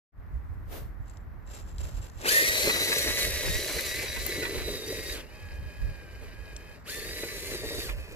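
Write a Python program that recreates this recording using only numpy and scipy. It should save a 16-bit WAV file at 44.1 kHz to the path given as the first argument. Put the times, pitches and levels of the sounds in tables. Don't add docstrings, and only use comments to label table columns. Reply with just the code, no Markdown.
import sys
import numpy as np
from scipy import signal
from scipy.fft import rfft, irfft, next_fast_len
from scipy.io import wavfile

SR = 44100
rng = np.random.default_rng(int(sys.argv[2]) if len(sys.argv) > 2 else 0)


def unload_audio(sound):
    columns = np.transpose(np.atleast_2d(sound))
    steps = np.round(np.clip(columns, -1, 1) * 32767)
    wavfile.write(sys.argv[1], SR, steps.astype(np.int16))


N = 359415
TIME = np.arange(N) / SR
FULL_SPEED_HZ, PINION_TEETH = 1950, 9

# time_s, distance_m, left_ear_lag_ms, left_minus_right_db
TRUCK_PATH = [(2.3, 0.72, -0.3, 2.5), (2.8, 0.84, -.17, 1.5), (3.5, 1.16, -0.038, -2),
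              (4.0, 1.69, 0.023, 0.5), (4.7, 2.7, 0.07, -0.5), (5.2, 2.93, 0.06, -0.5),
              (6.8, 2.92, 0.063, 0.5), (8.15, 2.02, 0.15, -1)]


def from_db(db):
    return 10 ** (np.asarray(db) / 20)


def rms_one(x):
    return x / np.sqrt(np.mean(x ** 2) + 1e-20)


def in_time(rows):
    times, *columns = np.transpose(rows)
    return [np.interp(TIME, times, column) for column in columns]


def drift(rate_hz):
    pole = np.exp(-40 * np.pi * rate_hz / SR)
    noise = rng.standard_normal(N // 20 + 2002)
    slow = signal.lfilter([1], [1, -2 * pole, pole * pole], noise)[2000:]
    return np.interp(np.arange(N) / 20, np.arange(len(slow)), rms_one(slow))


def swell(start_s, length_s, attack_s, release_s):
    age = TIME - start_s
    fall = np.maximum(-age / attack_s, (age - length_s) / release_s)
    return np.exp(-np.clip(fall, 0, 30))


def colour(x, spectrum):
    hz, db = np.transpose(spectrum)
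    size = next_fast_len(N)
    freqs = np.maximum(np.arange(size // 2 + 1) * SR / size, 1)
    gain = from_db(np.interp(np.log(freqs), np.log(hz), db)) * np.minimum(freqs / hz[0], 1) ** 2
    return rms_one(irfft(rfft(x, size) * gain, size)[..., :N])


def grains(per_s, spread_db):
    sizes = from_db(spread_db * np.minimum(rng.exponential(1, N), 5))
    return rms_one(sizes * rng.choice([-1, 1], N) * (rng.random(N) < per_s / SR))


def resonate(x, resonances):
    out = 0
    for k, (hz, width_hz, db) in enumerate(resonances):
        pole = np.exp(-np.pi * width_hz / SR)
        feedback = [1, -2 * pole * np.cos(2 * np.pi * hz / SR), pole * pole]
        out = out + (-1) ** k * from_db(db) * (1 - pole * pole) * signal.lfilter([1, 0, -1], feedback, x)
    return rms_one(out)


def stereo_noise(apart):
    mid, side = rng.standard_normal((2, N))
    return mid + apart * side * np.array([[1], [-1]])


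def from_truck(x):
    _, lag_ms, pan_db = in_time(TRUCK_PATH)
    return np.array([np.interp(TIME - side * lag_ms / 2000, TIME, x) * from_db(side * pan_db / 2)
                     for side in (1, -1)])


def backyard(x, scatter_db, fade_s):
    age = np.arange(SR // 3) / SR
    echoes = rng.standard_normal((2, len(age))) * from_db(-60 * age / fade_s) * (age > .001)
    echoes /= np.linalg.norm(echoes, axis=1, keepdims=True)
    scattered = signal.fftconvolve(x[None], echoes, axes=1)[:, :N]
    wet = from_db(scatter_db)
    return (from_truck(x) + wet * scattered) / np.sqrt(1 + wet ** 2)


def crackle(per_s, spread_db, spectrum, diffuse_db):
    centre, left, right = colour(np.array([grains(per_s, spread_db) for _ in range(3)]), spectrum)
    return rms_one(from_truck(centre) + from_db(diffuse_db) * np.array([left, right]))


def loudness(law, motion):
    base_db, distance_power, speed_power, slip_db = law
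    mesh_hz, slip, distance_m = motion
    speed_db = 20 * speed_power * np.log10(mesh_hz / FULL_SPEED_HZ)
    return base_db + slip_db * slip + speed_db - 20 * distance_power * np.log10(distance_m)


def air():
    # pitch_hz, gain_db
    wind_tone = [(20, -8), (45, 6.5), (80, 1.5), (130, -10.5), (200, -21.5), (350, -30.5), (700, -61)]
    hush_tone = [(100, 5.5), (250, -1), (500, -9), (1000, -8.5), (1900, -12), (3000, -31), (6000, -39.5),
                 (9000, -62), (13000, -32)]
    # time_s, level_db
    breeze = [(0.2, -39), (0.9, -38), (1.35, -43.5), (1.8, -37.5), (2.5, -45.5), (3.9, -40.5), (5.4, -43),
              (6.1, -49), (7.0, -46.5), (8.15, -41.5)]
    gust_peaks = [(3.309, -34.5), (3.51, -28.5), (4.66, -46), (5.62, -40), (5.86, -29.5), (7.94, -41)]
    gusts = sum(from_db(db) * np.exp(-((TIME - s) / 0.06) ** 2) for s, db in gust_peaks)
    force = from_db(in_time(breeze)[0] + 3.05 * drift(6.1)) + gusts
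    wind = colour(stereo_noise(apart=.75), wind_tone) * force * from_db([[-2.4], [1.5]])
    return wind + from_db(-53) * colour(stereo_noise(apart=0.77), hush_tone)


def swish():
    # pitch_hz, gain_db
    tone = [(150, -26), (250, -10), (312, -4.5), (546, -3.5), (909, -14), (990, -16), (1060, -14),
            (7730, -26.5), (8710, -28.5), (14500, -18)]
    level = from_db(-40.5) * swell(start_s=0.728, length_s=0.045, attack_s=0.022, release_s=0.043)
    return level * colour(stereo_noise(apart=0.83), tone)


def creaking():
    # start_s, length_s, level_db
    creaks = [(1.07, 0.076, -64.5), (1.515, 0.09, -52), (1.695, 0.012, -58.5), (1.809, 0.073, -50),
              (1.957, 0.11, -55), (2.196, 0.083, -49.5), (6.75, 0.25, -68.5)]
    # pitch_hz, width_hz, gain_db
    creak_rings = [(2680, 36, 12), (3230, 46, -2), (3920, 59, 6.5), (5140, 62, 0), (5620, 54, 2),
                   (6580, 190, -4), (7260, 56, 7), (7440, 77, 21)]
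    # pitch_hz, gain_db
    tone = [(350, 5.5), (550, 8), (900, 2), (2500, -4.5), (7600, -6), (9000, -18), (10500, -9),
            (14500, -12)]
    level = sum(from_db(db) * swell(s, length, attack_s=0.023, release_s=0.039)
                for s, length, db in creaks)
    rings = resonate(grains(per_s=260, spread_db=3.5), creak_rings)
    flicker = from_db(3.5 * np.tanh(drift(45)))
    clicks = crackle(per_s=1100, spread_db=0.5, spectrum=tone, diffuse_db=4.5)
    return level * flicker * (clicks + from_db(-3) * from_truck(rings))


def crunches():
    # start_s, length_s, level_db
    lumps = [(2.251, 0.035, -34), (2.66, 0.024, -32.5), (2.745, 0.028, -33), (2.811, 0.014, -36.5),
             (2.884, 0.023, -37), (3.084, 0.026, -33.5), (3.456, 0.022, -35), (3.695, 0.015, -37),
             (3.746, 0.025, -40), (4.027, 0.011, -38.5), (4.263, 0.011, -40.5), (4.357, 0.015, -53),
             (4.548, 0.078, -40), (5.152, 0.055, -44), (6.22, 0.068, -54), (7.89, 0.005, -45),
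             (7.243, 0.012, -57)]
    # pitch_hz, gain_db
    tone = [(350, 11), (650, 3), (1150, -1.5), (2300, 3.5), (3200, -3.5), (7000, -9), (14500, -12.5)]
    level = sum(from_db(db) * swell(s, length, attack_s=0.019, release_s=0.015)
                for s, length, db in lumps)
    return level * crackle(per_s=3800, spread_db=-0.5, spectrum=tone, diffuse_db=-4.0)


def crust_snaps(decay_s, pitch_width_hz):
    # start_s, relative_level_db, pitch_hz, pitch_strength_db, left_minus_right_db
    cracks = [(1.0974, -52, 7670, 9, 9), (1.1714, -49, 7630, 10, 5), (1.475, -54, 7680, -2, 5),
              (1.55, -42, 7480, 21, 9), (1.783, -38, 5500, 10, 1.5), (2.099, -49, 7620, 11, 6),
              (2.19, -53, 3490, 14, 2), (2.215, -38, 7440, 10, 2), (2.983, -24.5, 7000, 14, -4),
              (3.178, -26, 5860, 16, 9), (3.307, -23, 10600, 30, 0), (3.5444, -27, 5690, 28, -1.5),
              (4.2646, -23, 13400, 50, 12), (4.2945, -31, 12800, 34, -2), (6.564, -35.5, 7500, 10, 5)]
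    # pitch_hz, width_hz, gain_db
    crust = [(3600, 2100, 9.5), (7530, 100, 24.5), (12700, 1300, -34)]
    out, age = np.zeros((2, N)), np.arange(SR // 20) / SR
    for s, db, hz, pitch_db, pan_db in cracks:
        noise = rng.standard_normal(len(age)) * np.exp(-age / decay_s)
        burst = resonate(noise, crust + [(hz, pitch_width_hz, pitch_db)])
        ear_gains = from_db([[db + pan_db / 2], [db - pan_db / 2]])
        at = round(s * SR)
        out[:, at:at + len(age)] += ear_gains * burst / np.abs(burst).max()
    return np.array([from_truck(channel)[ear] for ear, channel in enumerate(out)])


def strike(events, rings, crumble_s, crumble, detune):
    out, age = np.zeros(N), np.arange(SR // 10) / SR
    hz, ring_db, fade_s = np.transpose(rings)[:, :, None]
    for s, db in events:
        blow = crumble * rng.standard_normal(len(age)) * np.exp(-age / crumble_s)
        blow[0] += 1
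        own_hz = hz * (1 + detune * rng.standard_normal(hz.shape))
        ring = np.sum(from_db(ring_db - 60 * age / fade_s) * np.sin(2 * np.pi * own_hz * age), axis=0)
        sound = signal.fftconvolve(blow, ring)[:len(age)]
        sound *= from_db(db) * np.linalg.norm(ring) / np.linalg.norm(sound)
        at = round(s * SR)
        out[at:at + len(age)] += sound[:N - at]
    return out


def impacts():
    # start_s, relative_level_db
    plough_hits = [(2.694, -29), (2.7556, -43), (2.9184, -30.5), (3.179, -35), (3.7853, -34.5),
                   (4.0593, -39), (4.1628, -38), (4.4236, -34.5), (4.4504, -32.5), (7.232, -43.5),
                   (7.889, -39.5)]
    tyre_hits = [(2.674, -14.5), (2.682, -27), (2.899, -25), (2.965, -23), (3.045, -30), (3.438, -31),
                 (3.59, -27), (3.766, -27.5), (4.557, -28.5), (4.687, -28), (4.925, -29), (7.234, -24.5),
                 (7.634, -23.5), (7.648, -28), (7.707, -25.5), (7.787, -27)]
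    # pitch_hz, gain_db, fade_s
    shell_rings = [(830, -13, 0.013), (1163, -4, 0.073), (1588, 2.5, 0.06), (1930, -3, 0.046),
                   (2022, 10, 0.024), (2336, 13.5, 0.015), (3080, 2.5, 0.0092), (4670, -10, 0.0068)]
    tyre_rings = [(367, -18, 0.09), (438, 15.5, 0.074), (536, 8.5, 0.056), (597, -19.5, 0.037)]
    cracks = from_db(6.0) * crust_snaps(decay_s=.002, pitch_width_hz=3500)
    knocks = from_db(-1.5) * strike(plough_hits, shell_rings, crumble_s=0.0084, crumble=0.12, detune=0.06)
    bumps = from_db(-19.5) * strike(tyre_hits, tyre_rings, crumble_s=0.012, crumble=0.066, detune=0.056)
    return cracks + backyard(knocks, scatter_db=5.5, fade_s=0.061) + bumps


def ploughing(motion, load_db):
    # pitch_hz, gain_db
    frame_tone = [(130, -7), (220, -14), (300, -4.5), (390, 1.5), (450, 0.5), (540, -9.5), (800, -25.5)]
    # base_db, distance_power, speed_power, slip_db
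    judder_law = (-40.5, -0.04, 2.02, -5)
    shake = colour(grains(per_s=600, spread_db=0.5) * from_db(3.3 * drift(15.3)), frame_tone)
    return from_truck(shake * from_db(loudness(judder_law, motion) + load_db))


def tyres(motion, load_db):
    # base_db, distance_power, speed_power, slip_db
    hiss_law = (-32.5, 1.23, 2.5, 8.5)
    drum_law = (-41.5, 1.26, 0.72, -1)
    # pitch_hz, gain_db
    hiss_tone = [(1150, -3), (1650, -1.5), (2400, 4), (3100, 5), (4500, 4.5), (5500, 3.5), (7300, 6),
                 (8700, 1.5), (11000, 6), (14500, 1.5)]
    drum_tone = [(100, -3), (200, -12), (350, -16.5), (480, -3), (610, 3), (740, -13), (1000, -15),
                 (1500, -31), (2500, -70)]
    hiss_db = loudness(hiss_law, motion) + 0.42 * drift(51) + 1.2 * drift(84)
    drum_db = loudness(drum_law, motion) + 0.24 * load_db
    hiss = crackle(per_s=9000, spread_db=1.0, spectrum=hiss_tone, diffuse_db=5.5) * from_db(hiss_db)
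    drum = colour(grains(per_s=900, spread_db=1.0), drum_tone) * from_db(drum_db)
    return hiss + backyard(drum, scatter_db=-3.5, fade_s=0.01)


def motor(spin_up_s, coast_hz_per_s, peak_slip_s):
    # start_s, release_s
    pulls = [(2.212, 5.125), (5.0, 6.75), (6.815, 7.83), (7.8, 8.2)]
    # time_s, mesh_hz
    first_dash = [(2.34, 1795), (2.42, 1850), (2.47, 1940), (2.55, 1940), (2.65, 2065), (2.71, 1965),
                  (2.81, 1935), (2.84, 1985), (2.88, 1947), (3.1, 1935), (3.24, 1995), (3.3, 1888),
                  (3.43, 1972), (3.52, 1873), (3.58, 1967), (3.83, 2026), (3.9, 1917), (4.03, 2105),
                  (4.08, 1920), (4.17, 1982), (4.22, 1965), (4.27, 2075), (4.33, 1945), (4.42, 1990),
                  (4.55, 1985), (4.72, 1935), (4.84, 1895), (4.91, 1930), (4.98, 1895), (5.1, 1925)]
    first_creep = [(5.22, 660), (5.35, 840), (5.55, 820), (5.88, 830), (6.0, 808), (6.12, 800), (6.24, 825),
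                   (6.3, 775), (6.36, 822), (6.7, 835)]
    second_dash = [(6.92, 1775), (6.99, 1810), (7.025, 1755), (7.07, 1870), (7.19, 1975), (7.32, 2000),
                   (7.35, 1955), (7.5, 2090), (7.61, 1830), (7.7, 1915), (7.8, 1890)]
    second_creep = [(7.94, 618), (8.001, 857), (8.15, 830)]
    mesh_hz, slip = np.ones(N), np.zeros(N)
    for (start, release), held in zip(pulls, (first_dash, first_creep, second_dash, second_creep)):
        held_hz, = in_time(held)
        age = np.maximum(TIME - start, 0)
        driven_hz = held_hz * (1 - np.exp(-(age / spin_up_s) ** 2))
        lost_hz = coast_hz_per_s * np.maximum(TIME - release, 0)
        mesh_hz = np.maximum(mesh_hz, driven_hz - lost_hz)
        slip += held_hz / FULL_SPEED_HZ * (age / peak_slip_s * np.exp(1 - age / peak_slip_s)) ** 2
    return mesh_hz, slip


def gear_rattle(teeth_passed, body, buzz_db, bite, uneven_db, sharpness):
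    clash = grains(per_s=9000, spread_db=4.5) * np.exp(bite * np.cos(2 * np.pi * teeth_passed))
    pinion_angle = 2 * np.pi * teeth_passed / PINION_TEETH
    ticks = np.exp(sharpness * (np.cos(pinion_angle) - 1)) * from_db(uneven_db * np.tanh(drift(60)))
    loose = resonate(clash * from_db(0.68 * drift(49)), body)
    rattle = loose + from_db(buzz_db) * resonate(ticks, body)
    return rms_one(signal.sosfilt(signal.butter(2, 1350, "high", fs=SR, output="sos"), rattle))


def whine_tones(motion):
    # base_db, distance_power, speed_power, slip_db
    main_law = (-40.5, 1.6, 3, 6.5)
    octave_law = (-43.5, 0.76, 1.04, 10)
    upper_laws = [(-53.5, 0.092, 1, 2), (-43, 1.4, 1, 7), (-55, 0.78, 1, 4)]
    multiples = [2.5, 3, 3.75]
    # time_s, gain_db
    main_swells = [(2.3, 3), (2.38, 12), (2.47, 8.5), (2.56, -0.5), (2.66, -1), (2.85, 1), (3.0, 1),
                   (3.53, 0.5), (3.58, 8), (3.64, -7), (4.03, 6), (4.11, -4), (4.16, 9.5), (4.23, 0),
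                   (4.3, 6.5), (4.55, 7), (4.7, 0), (5.05, 8.5), (5.19, 4), (5.25, 9), (6.75, 4), (6.88, 4),
                   (7.01, 9.5), (7.12, 3), (7.55, 2), (7.7, 4), (7.88, 1), (7.94, 1)]
    octave_swells = [(2.3, 4), (2.35, -7), (2.48, -3), (2.73, 4), (2.95, 2), (3.25, -1.5), (3.6, -3),
                     (4.2, -2.5), (4.35, -1), (4.7, 1.5), (5.15, -5.5), (5.28, -11), (5.5, -2), (6.1, -1.5),
                     (6.25, -8), (6.4, 0), (6.65, -6), (6.95, -5), (7.3, -4.5), (7.8, -1), (8.0, -11)]
    # pitch_hz, gain_db
    boost = [(1250, -14), (1480, -5), (1580, 3), (1720, 4), (2000, -2), (3000, 1), (3400, -3), (3620, 1),
             (3750, 6), (4000, 6), (4200, -1)]
    housing = [(1500, -27), (2100, -33), (2420, 2.5), (2850, 6), (3150, 2.5), (4000, -1), (4800, 6.5),
               (5300, -33), (5750, 1.5), (7000, -32)]
    mesh_hz = motion[0]
    main_db = loudness(main_law, motion) + in_time(main_swells)[0]
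    boost_db = np.interp(2 * mesh_hz, *np.transpose(boost))
    octave_db = loudness(octave_law, motion) + in_time(octave_swells)[0] + boost_db
    pinion_tone = (1 + 1 / PINION_TEETH, main_db - 6)
    upper = [(k, loudness(law, motion) + np.interp(k * mesh_hz, *np.transpose(housing)))
             for k, law in zip(multiples, upper_laws)]
    return [(1, main_db), pinion_tone, (2, octave_db)] + upper


def gear_whine(motion, teeth_passed, flutter_db, off_centre, gear_teeth, slack, blur_hz, scatter_db):
    mesh_hz = motion[0]
    shaft = 2 * np.pi * teeth_passed / gear_teeth
    direct, scattered = 0, 0
    for k, db in whine_tones(motion):
        unrest = np.minimum(k * mesh_hz / 3000, 1.3)
        wobble = 1 + off_centre * unrest * (drift(51) * np.cos(shaft + k) + drift(38) * np.sin(2 * shaft))
        phase = 2 * np.pi * k * teeth_passed + slack * unrest ** 2 * drift(81)
        level = from_db(db + flutter_db * unrest * drift(27)) * wobble
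        sine, cosine = level * np.sin(phase), level * np.cos(phase)
        direct += np.sqrt(2) * sine
        scattered += np.array([sine * drift(k * blur_hz) + cosine * drift(k * blur_hz) for _ in range(2)])
    wet = from_db(scatter_db) * mesh_hz / FULL_SPEED_HZ
    return (from_truck(direct) + wet * scattered) / np.sqrt(1 + wet ** 2)


def gears(motion):
    # pitch_hz, width_hz, gain_db
    gearbox = [(1170, 10, 2.5), (1542, 220, -1.5), (1760, 270, 4), (2516, 227, 2), (3824, 230, -5),
               (4680, 1100, -5), (5430, 1360, -13)]
    motor_case = [(4190, 200, -0.5), (4350, 220, -13), (4340, 220, 11.5), (5290, 130, -4), (5530, 490, -1)]
    # base_db, distance_power, speed_power, slip_db
    rattle_law = (-38, 1, 1, 0)
    rasp_law = (-41, 1.5, 3, 1)
    mesh_hz = motion[0]
    teeth_passed = np.cumsum(mesh_hz * (1 + .008 * drift(50) + .003 * drift(9))) / SR
    whine = gear_whine(motion, teeth_passed, flutter_db=1.8, off_centre=0.25, gear_teeth=26,
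                       slack=0.22, blur_hz=17, scatter_db=-7)
    buzz_db = np.interp(mesh_hz, [800, 1400], [-8, 1])
    rattle = gear_rattle(teeth_passed, gearbox, buzz_db, bite=0.57, uneven_db=8.5, sharpness=37000)
    rasp = gear_rattle(teeth_passed, motor_case, buzz_db, bite=1.5, uneven_db=12.5, sharpness=17000)
    clatter = from_db(loudness(rattle_law, motion)) * rattle + from_db(loudness(rasp_law, motion)) * rasp
    return whine + backyard(clatter, scatter_db=-4.5, fade_s=.05)


def scene():
    # time_s, gain_db
    snow_load = [(2.3, 4), (2.6, -2), (2.7, -0.5), (3.35, -1.5), (3.55, -4.5), (3.95, -7), (4.22, -6),
                 (4.4, 3), (5.05, 2), (5.4, -3), (6.9, -0.5), (7.25, -2), (7.42, -5.5), (7.7, 3.5)]
    load_db, = in_time(snow_load)
    mesh_hz, slip = motor(spin_up_s=.057, coast_hz_per_s=9500, peak_slip_s=0.081)
    distance_m = in_time(TRUCK_PATH)[0]
    motion = mesh_hz, slip, distance_m
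    truck = gears(motion) + tyres(motion, load_db) + ploughing(motion, load_db)
    jolts = from_db(drift(7.7))
    return truck * jolts + creaking() + crunches() + impacts() + swish() + air()


def record(dry):
    # pitch_hz, left_minus_right_db
    treble_balance = [(5500, 0.5), (8000, -2), (10500, -3), (12500, 3.5)]
    fade_in = np.clip((TIME - 0.12) / 0.11, 0, 1)
    size = next_fast_len(N)
    tilt_db = np.interp(np.arange(size // 2 + 1) * SR / size, *np.transpose(treble_balance))
    heard = irfft(rfft(dry * fade_in, size) * from_db([tilt_db / 2, -tilt_db / 2]), size)[:, :N]
    return signal.sosfilt(signal.ellip(12, .1, 80, 14650, fs=SR, output="sos"), heard)


dry = scene()
out = record(dry)
unload_audio(out)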